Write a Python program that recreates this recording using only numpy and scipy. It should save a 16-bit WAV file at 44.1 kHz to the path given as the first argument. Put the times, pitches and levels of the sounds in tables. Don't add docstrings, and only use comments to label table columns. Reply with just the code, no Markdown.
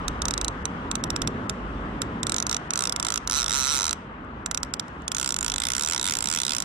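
import sys
import numpy as np
from scipy import signal
from scipy.fft import rfft, irfft, next_fast_len
from scipy.io import wavfile
from scipy.ndimage import uniform_filter1d, minimum_filter1d, map_coordinates

SR = 44100
rng = np.random.default_rng(int(sys.argv[2]) if len(sys.argv) > 2 else 0)


def wav_out(sig):
    wavfile.write(sys.argv[1], SR, np.round(np.clip(np.atleast_2d(sig).T, -1, 1) * 32767).astype(np.int16))


def convert_level_to_amplitude(level_db):
    exponent = np.asarray(level_db, float) / 20
    return 10 ** exponent


N = 293044

# time_s, level_db
TRAFFIC = [(0, -37.5), (.9, -36.5), (1.25, -34), (1.6, -35.5), (2.2, -34.5), (2.7, -41), (3.3, -43),
           (4.8, -42.5), (6.64, -45.5)]
# start_s, length_s, level_db
ENGINE_PULLS = [
    (0.04, 0.47, -36),
    (.8, 0.11, -37.5),
    (1.214, 0.064, -38),
    (1.64, 0.25, -37),
]
# pitch_hz, density_db
ENGINE_SPECTRUM = [(15, -71), (28, -1), (40, 3), (55, 1), (75, 8.5), (110, -26), (180, -120)]
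ROAD_SPECTRUM = [(20, -53), (60, -14), (100, -3.5), (156, -4), (253, -2), (350, -8.5), (700, -20),
                 (910, -29.5), (1540, -120)]
RIVER_SPECTRUM = [(150, -79), (240, -53), (400, -10), (650, -9), (1100, -3), (1310, -6.5), (2020, -14),
                  (2350, -19.5), (3000, -19.5), (4200, -32), (6000, -36), (9700, -46), (11400, -62),
                  (16000, -110)]
# time_s, level_db
RIFFLE = [(0, -1.5), (2.2, -2.5), (3.9, 8), (4.1, -9.5), (6.64, 14.5)]
# pitch_hz, difference_db
FAR_PAN = [(60, -0.4), (400, -1), (700, -3), (1300, 7), (2400, 1), (4400, 1.5), (8000, -3.5)]
# pitch_hz, share_0_to_1
PORT_LIKENESS = [(100, 0.97), (330, 0.97), (700, 0.78), (1400, 0.2), (3000, 0.12), (8000, .15)]
# pitch_hz, lead_rad
FAR_LEAD = [(100, 0), (450, 0.12), (950, 2), (2070, 3), (4000, 6.3), (8000, 11.5)]
REEL_LEAD = [(600, 0.5), (1400, 1.5), (2580, -5.9), (3300, 1.1), (5100, -1.87), (6500, -2), (8100, -1.88),
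             (9300, -2), (10200, -3.5), (14000, -4.5)]

CREEPS = [0.0808, 0.6545, 0.9136, 0.954, 1.0383, 1.1031, 1.1618, 1.2184, 1.2742, 1.4957, 2.0179, 4.4606,
          4.5123, 4.5462, 4.5745, 4.6311, 4.738, 4.7964]
# time_s, speed_teeth_per_s
TUGS = [
    [(0.219, 24.98), (0.297, 40.54), (0.378, 19.98), (0.399, 32.05), (0.481, 27.59)],
    [(2.2311, 20.62), (2.268, 33.83), (2.371, 50.84), (2.401, 58.38), (2.426, 23.56), (2.467, 23.94),
     (2.519, 68.92), (2.566, 40.79)],
    [(2.7062, 27.05), (2.784, 64.31), (2.846, 63.69), (2.854, 56.73), (2.935, 24.96), (2.998, 28.17),
     (3.064, 57.82), (3.105, 52.76), (3.176, 58.2)],
]
DASH = [
    [(3.2743, 23.38), (3.318, 99.93), (3.346, 134.94), (3.37, 151.98), (3.392, 150.03), (3.422, 92.79),
     (3.462, 38.54)],
    [(3.4808, 60.31), (3.544, 133.83), (3.572, 140.81), (3.635, 126.88), (3.717, 152.89), (3.767, 138.06),
     (3.818, 89.51), (3.884, 74.08), (3.929, 42.88)],
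]
RUN_START = [
    [(5.0795, 24.8), (5.13, 28.95), (5.168, 61.08), (5.197, 68.12), (5.233, 61.45), (5.292, 68.63),
     (5.328, 52.01), (5.364, 43.14)],
    [(5.3874, 43.58), (5.446, 59.74), (5.536, 47.23), (5.577, 48.11), (5.656, 64.25), (5.668, 57.67),
     (5.8, 69.0), (5.822, 80.78)],
]
RUN_ON = [
    [(5.8349, 75.94), (5.887, 80.92), (5.928, 86.41), (5.955, 64.72), (5.993, 55.24), (6.03, 67.34),
     (6.073, 102.92), (6.119, 71.4), (6.187, 52.43)],
    [(6.2063, 53.84), (6.306, 74.68), (6.325, 87.73), (6.34, 88.03), (6.431, 56.64), (6.505, 79.38),
     (6.554, 60.84), (6.613, 48.31), (6.642, 54.31)],
]
# time_s, rms_db
SLIPS = [(4.648, -47), (4.881, -47), (5.02, -51), (5.931, -32), (4.247, -64)]
# spread_hz, t60_s, left_db, right_db
ZONES = [
    (335, 0.014, -10.5, -1),
    (454, 0.01, -8.5, -1.5),
    (408, 0.0062, -7, 4.5),
]
# tooth, pitch_hz, level_db
FACES_FIRST_GRIP = [
    [(0, 3800, -14.5), (8, 3910, -12), (12.1, 3700, -15.5), (18, 3550, -11.5), (24.2, 3580, -16),
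     (28, 3780, -16)],
    [(0, 5920, -3.5), (6, 5940, -3), (11, 6160, -6), (14.6, 5350, -1.5), (17.6, 5600, -5.5), (23, 5620, -7),
     (27, 6100, -4)],
    [(0, 7500, -8), (5, 7650, -4.5), (9.05, 7700, -2), (13, 7600, -6.5), (18, 7400, -4.5),
     (22.5, 7960, -2.5), (26, 5880, 0.5)],
]
FACES_SECOND_GRIP = [
    [(0, 3600, -13), (5, 2660, -27), (10.4, 3600, -9), (17.3, 3350, -12.5), (19.5, 3380, -18),
     (25.9, 3230, -22.5), (29, 3630, -16)],
    [(0, 5900, -2), (4.02, 5300, -13.5), (9.1, 5800, -5.5), (14.1, 6100, -10.5), (15.8, 5980, -12.5),
     (20.4, 5650, -8.5), (27.2, 5100, -11.5)],
    [(0, 7500, 1.5), (4.96, 7050, -1), (9, 7180, -9), (11.1, 7300, 0), (14.9, 8000, -2), (20, 6400, -7),
     (25.2, 7430, -0.5)],
]
STEADY_HZ = [3985, 6070, 7740]
STEADY_GAIN_DB = [3, 2, -8]
# pitch_hz, t60_s, left_db, right_db
FRAME_MODES = [(945, 0.032, -49.5, -29.5), (2070, 0.024, -62, -30), (5020, 0.012, -25, -19),
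               (9460, 0.0078, -18.5, -33), (10170, 0.0074, -17.5, -16), (5940, 0.14, -67, -44),
               (2580, 0.012, -37, -27)]
# time_s, pitch_hz, level_db
FOOT_HUM = [(0, 1335, 5), (4.0, 1350, 6.5), (5.1, 1402, 3.5), (6.64, 1400, 1)]
# pitch_hz, level_db
CRACK_SPECTRUM = [(600, -54), (1500, -9.5), (3000, -3), (3800, -4), (4500, -4), (5600, -9.5), (7500, 0),
                  (8600, -4.5), (10300, -11), (11300, -17.5), (14000, -24), (15500, -32.5), (17000, -75)]
# pitch_hz, t60_s
BANK_DECAY = [(1000, 0.1), (5000, 0.31), (14000, 0.12)]

HISS_DB, HISS_FADE_DB_PER_S = -43, 0.9752
HISS_FOLLOWS = 0.17
PULL_RISE_S, PULL_FALL_DB_PER_S = 0.055, 64
IDLE_DB, IDLE_FADE_DB_PER_S, IDLE_SWING_DB = -41.5, 1.2, 2.5
TEETH = 30
SNAP_DB, SNAP_SCATTER_DB = -20.5, 0.35
FAST_LOSS_DB = 0.5
REGRIP_S, REGRIP_LOSS_DB = 4.95, 0.5
STEADY_SPEED = 223
DUCK_HZ, DUCK_UNDER_DB, DUCK_DEPTH_DB, DUCK_REACH_S = 4000, 32, -12, 0.022


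def unit(x):
    return x / np.sqrt(np.mean(x ** 2) + 1e-20)


def along(points, hz):
    f, v = np.transpose(points)
    return np.interp(np.log(hz + 1), np.log(f + 1), v)


def curves(rows, times):
    s, *columns = np.transpose(rows)
    return [np.interp(times, s, column) for column in columns]


def wobble(rate):
    knots = rng.standard_normal(int(N * rate / SR) + 4)
    return map_coordinates(knots, [np.arange(N) * rate / SR])


def filtered(x, response):
    m = next_fast_len(x.shape[-1] + 4096)
    spectrum = rfft(x, m) * response(np.fft.rfftfreq(m, 1 / SR))
    return irfft(spectrum, m)[..., :x.shape[-1]]


def rush(spectrum, patchy_db, channels):
    z = signal.stft(rng.standard_normal((channels, N + 512)), nperseg=512)[2]
    field = uniform_filter1d(rng.standard_normal(z.shape[1:]), size=6, axis=0)
    field = uniform_filter1d(field, size=12, axis=1)
    noise = signal.istft(z * convert_level_to_amplitude(patchy_db * unit(field)), nperseg=512)[1][:, :N]
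    return unit(filtered(noise, lambda hz: convert_level_to_amplitude(along(spectrum, hz))))


def outdoors():
    clock = np.arange(N) / SR
    road_db, = curves(TRAFFIC, clock)
    river_db = HISS_DB - HISS_FADE_DB_PER_S * clock + HISS_FOLLOWS * (road_db - road_db[0])
    throb = throb_gain(clock) * engine()
    road = convert_level_to_amplitude(road_db + 0.5 + 1.13 * wobble(3.095)) * rush(ROAD_SPECTRUM, patchy_db=0.7, channels=2)
    river = rush(RIVER_SPECTRUM, patchy_db=1.13, channels=2)
    top = filtered(river, lambda hz: np.clip(hz / 4000 - 0.45, 0, 1))
    river += (convert_level_to_amplitude(curves(RIFFLE, clock)[0]) - 1) * top
    river *= convert_level_to_amplitude(river_db + 7.0 + 0.72 * wobble(2.46))
    return ports(throb + road + river)


def engine():
    note = np.sin(2 * np.pi * np.cumsum(53.5 + 2.51 * wobble(5.9)) / SR)
    rumble = rush(ENGINE_SPECTRUM, patchy_db=-3.0, channels=2)
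    return unit(note * convert_level_to_amplitude(1.9 * wobble(19)) + 0.85 * rumble)


def throb_gain(clock):
    gain = convert_level_to_amplitude(IDLE_DB - IDLE_FADE_DB_PER_S * clock + IDLE_SWING_DB * wobble(4.16))
    for s, length, db in ENGINE_PULLS:
        rise = np.clip((clock - s) / PULL_RISE_S + 1, 0, 1)
        fall_db = PULL_FALL_DB_PER_S * np.maximum(clock - s - length, 0)
        gain = np.maximum(gain, rise * convert_level_to_amplitude(db - fall_db))
    return gain


def ports(pair):
    alike = lambda hz: along(PORT_LIKENESS, hz)
    shared = filtered(pair[0], lambda hz: alike(hz) * np.exp(-1j * along(FAR_LEAD, hz)))
    right = shared + filtered(pair[1], lambda hz: np.sqrt(1 - alike(hz) ** 2))
    return filtered(np.array([pair[0], right]), lambda hz: convert_level_to_amplitude(along(FAR_PAN, hz) * [[0.5], [-0.5]]))


def reel():
    s, db, tooth = blows()
    t = np.arange(-200, 1200) / SR
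    loose = np.clip(np.gradient(s) * 18 - 0.07, 0.06, 0.22)
    snaps = np.zeros((2, len(s), len(t)))
    for (hz, zone_db), (spread, t60, left_db, right_db) in zip(faces(s, tooth), ZONES):
        for side in (-1, 0, 1):
            pitch = hz + spread * (side + loose * tooth_chance(len(s), 0.35))
            mode_db = zone_db - (9 - 14 * loose) * abs(side)
            snaps += ring(t, pitch, mode_db, t60, left_db, right_db, scatter_db=8 * loose, slur=0.4)
    for hz, t60, left_db, right_db in FRAME_MODES:
        pitch = hz * (1 + 0.011 * tooth_chance(len(s), 0.7))
        snaps += ring(t, pitch, 0, t60, left_db, right_db, scatter_db=-4.0, slur=0.21)
    seated = 0.17 + 0.54 * np.exp(-(t / 0.0091) ** 4)
    snaps += seated * ring(t, *curves(FOOT_HUM, s), 0.018, -30, -16.5, scatter_db=-0.34, slur=0.73)
    snaps = snaps * landing(t, 0.00095) + crack(len(s), t)
    snaps *= np.clip(np.minimum((t[-1] - t) / 0.008, (t - t[0]) / 0.002), 0, 1)
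    size = np.sqrt(np.mean(snaps[..., 200:360] ** 2, axis=(0, 2)))
    snaps *= (convert_level_to_amplitude(db + 0.06) / size)[:, None]
    first = np.round((s - 0.0004 + t[0]) * SR).astype(int)
    at = first[:, None] + np.arange(len(t))
    return np.array([np.bincount(at.ravel(), ear.ravel(), N + SR)[:N] for ear in snaps])


def blows():
    s = teeth_times()
    db = SNAP_DB - FAST_LOSS_DB / np.gradient(s) / 100 - REGRIP_LOSS_DB * (s > REGRIP_S)
    db = db + SNAP_SCATTER_DB * tooth_chance(len(s), 0.56)
    slip_s, slip_db = np.transpose(SLIPS)
    tooth = np.r_[np.arange(len(s)), np.searchsorted(s, slip_s)]
    rows = np.array([np.r_[s, slip_s], np.r_[db, slip_db], tooth])
    return rows[:, np.argsort(rows[0])]


def teeth_times():
    times = list(CREEPS)
    for speed in TUGS + DASH + RUN_START + RUN_ON:
        begin, end = speed[0][0], speed[-1][0]
        clock = np.arange(begin, end + 0.02, 1e-4)
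        turned = np.cumsum(curves(speed, clock)[0]) * 1e-4
        count = round(np.interp(end, clock, turned)) + 1
        times += list(np.interp(np.arange(count), turned - turned[0], clock))
    return np.sort(times)


def tooth_chance(count, memory):
    draws = rng.standard_normal((count, 2))
    shared = unit(uniform_filter1d(draws[:, 0], size=5))
    return np.sqrt(memory) * shared + np.sqrt(1 - memory) * draws[:, 1]


def faces(s, tooth):
    def read(zone):
        angle, hz, db = np.transpose(zone)
        return [np.interp(tooth, angle, column, period=TEETH) for column in (hz, db)]

    swing = np.clip(1 - 1 / np.gradient(s) / STEADY_SPEED, 0, 1)
    result = []
    for first, second, fast_hz, fast_db in zip(FACES_FIRST_GRIP, FACES_SECOND_GRIP, STEADY_HZ, STEADY_GAIN_DB):
        hz, db = np.where(s < REGRIP_S, read(first), read(second))
        result.append((fast_hz + swing * (hz - fast_hz), db + (1 - swing) * fast_db))
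    return result


def ring(t, hz, db, t60, left_db, right_db, scatter_db, slur):
    n = len(hz)
    lead = along(REEL_LEAD, hz) + 0.67 * tooth_chance(n, 0.21)
    phase = rng.uniform(0, 2 * np.pi) + slur * tooth_chance(n, 0.83) + np.array([[1], [0]]) * lead
    gain = convert_level_to_amplitude(db + scatter_db * tooth_chance(n, 0.78) + np.array([[left_db], [right_db]]))
    wave = np.sin(2 * np.pi * hz[:, None] * t + phase[..., None])
    return gain[..., None] * convert_level_to_amplitude(-60 * t / t60) * wave


def landing(t, rise):
    return 1 - np.exp(-(np.maximum(t, 0) / rise) ** 2)


def crack(count, t):
    shared, own = rng.standard_normal((count, 2, len(t))).transpose(1, 0, 2)
    treble = lambda hz: np.clip(hz / 5000 - 1.6, 0, 1)
    far = 0.17 * filtered(shared, lambda hz: np.exp(1j * along(REEL_LEAD, hz))) + 0.69 * own
    far = filtered(far, lambda hz: convert_level_to_amplitude(7.7 * treble(hz)))
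    sharp_db = 3.5 * tooth_chance(count, 0.3)[:, None]
    colour = lambda hz: convert_level_to_amplitude(along(CRACK_SPECTRUM, hz) + sharp_db * treble(hz))
    noise = unit(filtered(np.array([far, shared]), colour))
    blow = landing(t, 0.0012) * convert_level_to_amplitude(-60 * t / 0.016)
    swell = convert_level_to_amplitude(-29 - 60 * abs(t) / 0.02)
    return convert_level_to_amplitude(np.array([-18.5, -13.5]))[:, None, None] * noise * (blow + swell)


def bank(x):
    hz, t, z = signal.stft(rng.standard_normal((2, SR // 4)), SR, nperseg=256)
    decay = convert_level_to_amplitude(-60 * t / along(BANK_DECAY, hz)[:, None])
    tail = signal.istft(z * decay, SR, nperseg=256)[1]
    return signal.fftconvolve(x.sum(0)[None], tail / np.linalg.norm(tail[0]), axes=1)[:, :N]


def scene():
    clicks = reel()
    return outdoors() + clicks + convert_level_to_amplitude(-33) * bank(clicks)


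def ducked(x):
    top = filtered(x, lambda hz: np.clip(hz / DUCK_HZ * 2 - 1, 0, 1))
    level = np.sqrt(abs(uniform_filter1d(np.mean(top ** 2, 0), size=120)) + 1e-14)
    near = -minimum_filter1d(-level, size=round(2 * DUCK_REACH_S * SR))
    gain = np.clip((level / near * convert_level_to_amplitude(DUCK_UNDER_DB)) ** 2, convert_level_to_amplitude(DUCK_DEPTH_DB), 1)
    return x + (uniform_filter1d(gain, size=60) - 1) * top


def low_pass(x):
    return signal.sosfilt(signal.butter(12, 16820, fs=SR, output="sos"), x)


def record(dry):
    mix = ducked(dry)
    return low_pass(mix)


dry = scene()
out = record(dry)
wav_out(out)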